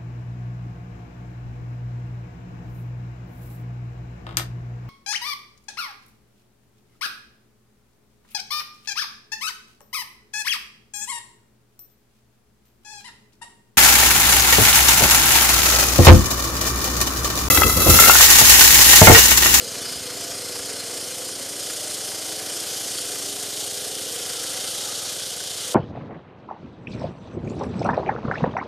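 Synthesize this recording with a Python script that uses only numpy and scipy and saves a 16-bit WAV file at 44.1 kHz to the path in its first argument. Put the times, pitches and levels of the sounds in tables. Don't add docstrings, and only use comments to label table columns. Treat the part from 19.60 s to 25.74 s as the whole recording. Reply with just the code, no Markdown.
import sys
import numpy as np
from scipy import signal
from scipy.fft import rfft, irfft, next_fast_len
from scipy.io import wavfile
from scipy.ndimage import uniform_filter1d

SR = 44100
rng = np.random.default_rng(int(sys.argv[2]) if len(sys.argv) > 2 else 0)


def store_pcm(level_fs):
    pcm = np.round(np.clip(level_fs, -1, 1) * 32767).astype(np.int16)
    wavfile.write(sys.argv[1], SR, np.atleast_2d(pcm).T)


N = 270950
T = np.arange(N) / SR
SIZE = next_fast_len(N, real=True)
FREQ = np.maximum(np.arange(SIZE // 2 + 1) * SR / SIZE, 1)
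BLADE_HZ, BLADE_SAG_HZ = 28.892, 0.414


def undb(db):
    return 10 ** (np.asarray(db) / 20)


def level(x, db=0):
    return x * undb(db) / np.sqrt(np.mean(x ** 2))


def curves(table):
    seconds, *columns = np.transpose(table)
    return [np.interp(T, seconds, column) for column in columns]


def walk(rate):
    hold = int(SR / rate)
    steps = np.repeat(rng.standard_normal(N // hold + 1), hold)
    smooth = uniform_filter1d(uniform_filter1d(steps, hold), hold)
    return level(smooth)[:N]


def bell(centre_s, spread_s):
    return np.exp(-0.5 * ((T - centre_s) / spread_s) ** 2)


def filtered(x, response):
    return irfft(rfft(x, SIZE) * response, SIZE)[:N]


def colour(x, points):
    hz, db = np.transpose(points)
    spectrum_db = np.interp(np.log(FREQ), np.log(hz), db, left=-90, right=-90)
    return level(filtered(x, undb(spectrum_db)))


def resonance(hz, width):
    return 1 / (1 + 1j * (FREQ ** 2 - hz ** 2) / (FREQ * width))


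def body(x, modes):
    response = 0
    for k, (hz, width, db) in enumerate(modes):
        response = response + (-1) ** k * undb(db) * resonance(hz, width)
    return level(filtered(x, response))


def glide(x, hz, width, order=1):
    carrier = np.exp(2j * np.pi * np.cumsum(hz) / SR)
    lowpass = signal.butter(order, width / 2, fs=SR, output="sos")
    return np.real(carrier * signal.sosfilt(lowpass, x / carrier))


def revolutions(hz, start):
    return start + np.cumsum(hz) / SR


def pulse_train(at, gains_db):
    return np.bincount(at, undb(gains_db), N + 1)[:N]


def contact(turns, depth_db, rise, scatter_db):
    press = np.interp(turns % 1, [0, 1 - rise, 1], [1, -1, 1])
    scatter = rng.standard_normal(int(turns[-1]) + 2)
    uneven = np.interp(turns, np.arange(len(scatter)), scatter)
    return level(undb(depth_db * press + scatter_db * uneven))


def rim_scrape(turns, memory, points=1536):
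    track = rng.standard_normal((int(turns[-1]) + 2, points))
    for k in range(1, len(track)):
        track[k] = memory * track[k - 1] + np.sqrt(1 - memory ** 2) * track[k]
    return np.interp(turns * points, np.arange(track.size), track.ravel())


# time in seconds, base level of hiss and ringing together in dB.
CUT_LEVEL = [(0.0, -32.5), (.3, -31.5), (.48, -32.5), (.9, -32), (1.98, -32.5), (2.0, -30), (2.28, -31),
             (2.72, -30.2), (2.78, -32), (2.95, -29.5), (3.3, -29.5), (4.34, -30.5), (4.85, -29.5),
             (5.25, -29), (5.7, -31.5), (5.95, -32), (6.03, -30), (6.14, -32)]
# time in seconds, extra pressure in dB, spread in seconds.
STONE_BITES = [(0.222, 2, 0.0063), (0.323, 4, 0.0046), (0.62, 2.5, 0.011), (1.375, 3, 0.0054),
               (1.54, 0.5, .025), (2.345, 1.5, 0.0087), (2.457, 0.5, 0.014), (4.01, 2, 0.019),
               (4.265, 0.5, 0.013)]
RING_SHARE, RING_FADE_S = 0.63, 3.4


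def blade(turns):
    bite_db = sum(db * bell(s, spread) for s, db, spread in STONE_BITES)
    pressure = contact(turns, depth_db=2.0, rise=0.57, scatter_db=0.17) * undb(bite_db)
    share = RING_SHARE * np.exp(-T / RING_FADE_S)
    hiss = grit(pressure, share) * np.sqrt(1 - share)
    ringing = disc(pressure) * np.sqrt(share)
    return (hiss + ringing) * undb(curves(CUT_LEVEL)[0])


# frequency in Hz, relative strength in dB.
HISS_SPECTRUM = [(2000, -36), (2750, -8.5), (2980, -1), (3500, 1.6), (3950, 0.5), (5100, -0.5),
                 (7150, -1.7), (7800, -3.5), (8100, -4.5), (8900, 0), (10000, -4), (10600, -4),
                 (10850, -8.5), (11400, -7.5), (13000, -11), (14500, -19.5)]
HISS_GAPS = [3360, 3610, 3800, 4065, 4250, 4810, 5720, 6650, 7410, 9300]
# time in seconds, slope in dB per octave.
HISS_TILT = [(0, 2), (.8, 0.6), (1.7, 1), (3.7, 0), (4.9, -0.7), (6.14, -1)]
GAP_WIDTH, GAP_DEPTH = 0.011, 0.27
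HOLLOW_HZ, HOLLOW_DB = 3790, -16.5
HISS_DB = 0.61


def grit(pressure, share, flicker_db=1.0, drift_db=0.5):
    hiss = colour(rng.standard_normal(N) * chipping() * pressure, HISS_SPECTRUM)
    gaps = sum(resonance(hz, GAP_WIDTH * hz) for hz in HISS_GAPS)
    hiss = level(filtered(hiss, 1 - GAP_DEPTH * gaps))
    tilt_db = curves(HISS_TILT)[0]
    octaves = np.log2(FREQ / 6000)
    out = 0
    for centre in np.arange(-6, 6) / 3:
        band = filtered(hiss, np.maximum(1 - 3 * np.abs(octaves - centre), 0))
        hollow = np.exp(-(4 * (centre - np.log2(HOLLOW_HZ / 6000))) ** 2)
        steady_db = tilt_db * centre + HOLLOW_DB * hollow * share
        random_db = flicker_db * walk(30) + drift_db * walk(1.85)
        out = out + band * undb(steady_db + random_db)
    return out * undb(HISS_DB)


CHIPS_PER_S, CHIP_DECAY_S = 900, 0.0014
CHIP_SCATTER_DB, CHIP_SHARE = 3, 0.28


def chipping():
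    happens = rng.random(N) < CHIPS_PER_S / SR
    scatter = np.clip(rng.standard_normal(N), -2, 2)
    cracks = happens * undb(CHIP_SCATTER_DB * scatter) ** 2
    power = signal.lfilter([1], [1, -np.exp(-1 / (CHIP_DECAY_S * SR))], cracks)
    return np.sqrt(1 - CHIP_SHARE + CHIP_SHARE * power / power.mean())


# frequency in Hz, width in Hz, relative strength in dB.
DISC_MODES = [(2995, 90, -8), (3250, 120, -10.5), (3470, 70, -12), (3690, 40, -11), (3915, 50, -11),
              (4145, 20, -4), (4323, 26, -5.5), (4478, 40, -3.5), (4936, 22, -1), (5052, 34, -6),
              (5190, 80, -8), (5525, 50, -6.5), (5927, 40, -8), (6150, 50, -10), (6320, 60, -11),
              (6512, 70, -8.5), (6885, 50, -8.5), (7020, 50, -9), (7145, 60, -8), (7590, 40, -10),
              (8020, 80, -10), (8250, 140, -11), (8680, 200, -11), (9805, 60, -12), (11080, 70, -18),
              (11770, 70, -18), (12330, 110, -22), (13030, 60, -23), (13570, 80, -21), (13950, 90, -23)]
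RING_TILT_DB_PER_S = 1.0
LOW_MODES_DB, LOW_MODES_RISE_S, LOW_MODES_HZ = -1.5, 0.26, 3500


def disc(pressure, wander_db=1.5, drift_db=1.0):
    tilt_db = RING_TILT_DB_PER_S * T
    out, power = 0, 0
    for hz, width, db in DISC_MODES:
        octaves = np.log2(hz / 5000)
        low_db = LOW_MODES_DB * np.exp(-T / LOW_MODES_RISE_S) if hz < LOW_MODES_HZ else 0
        random_db = wander_db * walk(8.9) + drift_db * walk(1.56)
        gain = undb(db + low_db + tilt_db * octaves + random_db)
        out = out + gain * filtered(rng.standard_normal(N) * pressure, resonance(hz, width))
        power = power + width * gain ** 2
    return level(out / np.sqrt(power))


# time in seconds, spread in seconds, frequency in Hz, width in Hz, level in dB.
SQUEALS_AND_SWELLS = [(.16, .08, 4145, 14, -46), (0.308, 0.043, 4936, 11, -36.5), (.27, .06, 4478, 40, -44),
                      (.55, .1, 4323, 20, -49), (.64, .09, 688, 30, -48), (.62, .06, 7135, 50, -45),
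                      (.76, .03, 4936, 12, -44), (.85, .13, 4145, 14, -47.5), (1.07, .12, 4930, 14, -44.5),
                      (1.21, 0.04, 4145, 12, -40), (1.2, .06, 4323, 20, -47), (1.4, .06, 5525, 24, -45),
                      (1.68, 0.06, 4940, 16, -47), (2.05, .04, 5052, 40, -44), (2.0, 0.2, 5535, 35, -50),
                      (2.05, 0.18, 7135, 60, -46), (2.45, 0.13, 5052, 30, -46), (2.7, .3, 4478, 40, -49),
                      (3.1, .09, 4936, 20, -45), (3.08, .1, 5052, 50, -49), (3.35, .2, 4465, 40, -46),
                      (3.55, 0.2, 5530, 55, -46), (3.7, .25, 4936, 18, -51), (3.6, 0.59, 8800, 200, -47),
                      (4.83, 0.08, 1350, 170, -47), (5.3, 0.23, 1300, 160, -50), (4.0, .14, 832, 50, -55),
                      (5.2, .4, 828, 60, -54.5)]


def squeals_and_swells(turns, waver_hz=5):
    flutter = contact(turns, depth_db=2.0, rise=0.27, scatter_db=3.2)
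    out = 0
    for s, spread, hz, width, db in SQUEALS_AND_SWELLS:
        band = glide(rng.standard_normal(N), hz + waver_hz * walk(13), width, order=2) * flutter
        swell = bell(s, spread)
        loudness = np.sqrt(np.average(band ** 2, weights=swell))
        out = out + band * swell * undb(db) / loudness
    return out


# resting frequency in Hz, width in Hz, relative strength in dB.
DRONE_MODES = [(283, 142, -9.5), (401.5, 113, -3), (495, 91, -0.5), (614, 104, -3.5), (730.5, 87, -3.5)]
# frequency in Hz, width in Hz, relative strength in dB.
RASP_MODES = [(1013, 470, -3.5), (1234, 80, 4.5), (1365, 88, 3), (1512, 116, 5), (1681, 110, 3),
              (1933, 82, 3.5), (2096, 112, 3), (2418, 88, 3), (2510, 83, 1.5), (2725, 80, -0.5)]
# time in seconds, drone level in dB, rasp level in dB.
GUARD_SHAKE = [(0, -39.5, -43.5), (.25, -41, -42.5), (.4, -44, -45), (1.1, -41, -43), (1.55, -42.5, -45.5),
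               (2.1, -41.5, -45), (3.3, -42, -44.5), (4.5, -43.5, -45), (4.9, -41, -43), (5.8, -44, -46),
               (6.14, -42.5, -44.5)]
GUARD_REST_HZ, GUARD_FOLLOW = 288, 0.44


def guard(turns):
    drone_db, rasp_db = curves(GUARD_SHAKE)
    shift = (curves(FRAME_RESONANCE)[0] / GUARD_REST_HZ) ** GUARD_FOLLOW
    scrape = rim_scrape(turns, memory=0.48)
    scrape = scrape * contact(turns - 0.2, depth_db=0.0, rise=0.35, scatter_db=1.0)
    drone = 0
    for k, (hz, width, db) in enumerate(DRONE_MODES):
        drone = drone + (-1) ** k * undb(db) * glide(scrape, hz * shift, width)
    drone = level(filtered(drone, resonance(377, 650)))
    chips = undb(2.0 * walk(500))
    pulsing = contact(turns, depth_db=3.5, rise=0.67, scatter_db=-1.03)
    rasp = body(rim_scrape(turns, memory=0.32) * chips * pulsing, RASP_MODES)
    return drone * undb(drone_db) + rasp * undb(rasp_db)


# time in seconds, frequency in Hz, level in dB.
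GUARD_BOOM = [(0, 490, -43), (.33, 500, -55.5), (.48, 495, -42), (.57, 500, -51), (.7, 503, -45.5),
              (1.17, 493, -46), (1.35, 504, -54), (1.6, 511, -45.5), (1.85, 535, -49.5), (2.1, 600, -49.5),
              (2.5, 603, -48), (2.9, 605, -52), (3.4, 619, -57), (3.9, 594, -53), (4.2, 497, -48),
              (4.8, 498, -47), (5.5, 510, -52.5), (6.14, 490, -70)]


def throb(turns, delay=0.1, jitter=0.006, scatter_db=1.2, width=44):
    knocks = np.arange(int(turns[-1]) + 1)
    chance = rng.standard_normal((len(knocks), 2))
    at = np.searchsorted(turns, knocks + delay + jitter * chance[:, 0])
    pulses = pulse_train(at, scatter_db * chance[:, 1])
    hz, db = curves(GUARD_BOOM)
    return level(glide(pulses, hz, width, order=2)) * undb(db)


# time in seconds, frequency in Hz, level at its centre in dB, level at its overtone's centre in dB.
FRAME_RESONANCE = [(0, 240, -51, -51), (.5, 276, -51, -53), (.8, 276, -48.5, -52), (1.85, 273, -49, -50),
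                   (2.1, 303, -53, -54), (2.7, 308, -47.5, -52), (3.1, 301, -54, -54), (3.7, 284, -50, -47),
                   (4.1, 291.6, -60, -47.5), (4.7, 296, -51, -48), (4.95, 300, -53, -55),
                   (5.2, 296, -63, -64)]
FRAME_WIDTH_HZ, OVERTONE_RATIO = 32, 1.44


def hum(turns, wander_db=1.0, slip=0.48):
    centre, frame_db, overtone_db = curves(FRAME_RESONANCE)

    def near(hz, resonance_hz):
        return 1 / (1 + (2 * (hz - resonance_hz) / FRAME_WIDTH_HZ) ** 2)

    out = 0
    for k in range(8, 17):
        phase = 2 * np.pi * (k * turns + rng.random()) + slip * walk(6.5)
        tone = np.sqrt(2) * np.sin(phase) * undb(wander_db * walk(2.02))
        main = undb(frame_db) * near(k * BLADE_HZ, centre)
        overtone = undb(overtone_db) * near(k * BLADE_HZ, OVERTONE_RATIO * centre)
        out = out + tone * (main + overtone)
    return out


# delay in cycles, frequency in Hz, width in Hz, level in dB before the outlet.
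ENGINE_STROKES = [(0, 141, 287, -49.5), (0.271, 103.5, 118, -55.5)]
ENGINE_HZ, ENGINE_SAG_HZ = 20.761, 0.211
HUNT_HZ, HUNT_DEPTH_HZ = 0.87, 0.175
ENGINE_DB, STRAIN_DB = -2.5, 2.5
LABOUR_SCATTER_DB, LABOUR_JITTER = 0.3, 0.015


def engine(strain, scatter_db=0.46, jitter=0.0034, outlet_hz=52):
    hunting = HUNT_DEPTH_HZ * np.sin(2 * np.pi * HUNT_HZ * T + 0.25)
    cycles = revolutions(ENGINE_HZ - ENGINE_SAG_HZ * strain + hunting, -0.438)
    firings = np.arange(int(cycles[-1]) + 1)
    labour = np.interp(firings, cycles, strain)
    timing_spread = jitter + LABOUR_JITTER * labour
    size_spread_db = scatter_db + LABOUR_SCATTER_DB * labour
    out = 0
    for delay, hz, width, db in ENGINE_STROKES:
        chance = rng.standard_normal((len(firings), 2))
        at = np.searchsorted(cycles, firings + delay + timing_spread * chance[:, 0])
        pulses = pulse_train(at, size_spread_db * chance[:, 1])
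        stroke = level(filtered(pulses, resonance(hz, width) ** 2), db)
        out = stroke - out
    radiated = filtered(out, resonance(outlet_hz, outlet_hz) * 1j * FREQ / outlet_hz)
    return radiated * undb(ENGINE_DB + STRAIN_DB * strain)


# time in seconds, peak level in dB.
THUD_EVENTS = [(.365, -45), (.415, -46), (.465, -48), (.715, -56), (1.005, -49)]


def thuds(hz=64, spread=0.011):
    out = 0
    for s, db in THUD_EVENTS:
        out = out + undb(db) * np.sin(2 * np.pi * hz * (T - s)) * bell(s, spread)
    return out


# frequency in Hz, relative strength in dB.
BACKGROUND_SPECTRUM = [(20, -26), (45, -27), (90, 2), (160, -3), (300, 2), (1000, 0.5), (4000, -1.5),
                       (14000, -30)]


def background():
    return colour(rng.standard_normal(N), BACKGROUND_SPECTRUM) * undb(-47.5 + walk(2.45))


# time in seconds, strain from 0 to 1.
SAW_STRAIN = [(.68, 1), (1.36, 0)]


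def scene():
    strain = curves(SAW_STRAIN)[0]
    turns = revolutions(BLADE_HZ - BLADE_SAG_HZ * strain, 0.648)
    cutting = blade(turns) + squeals_and_swells(turns)
    steelwork = guard(turns) + throb(turns) + hum(turns)
    mix = cutting + steelwork + engine(strain) + thuds() + background()
    return np.tile(mix, (2, 1))


def record(dry, low_cut_hz=45, top_hz=14600, ceiling=0.13):
    thin = signal.sosfilt(signal.butter(2, low_cut_hz, "highpass", fs=SR, output="sos"), dry)
    rounded = thin / (1 + (thin / ceiling) ** 6) ** (1 / 6)
    return signal.sosfilt(signal.ellip(10, 0.2, 80, top_hz, fs=SR, output="sos"), rounded)


dry = scene()
out = record(dry)
store_pcm(out)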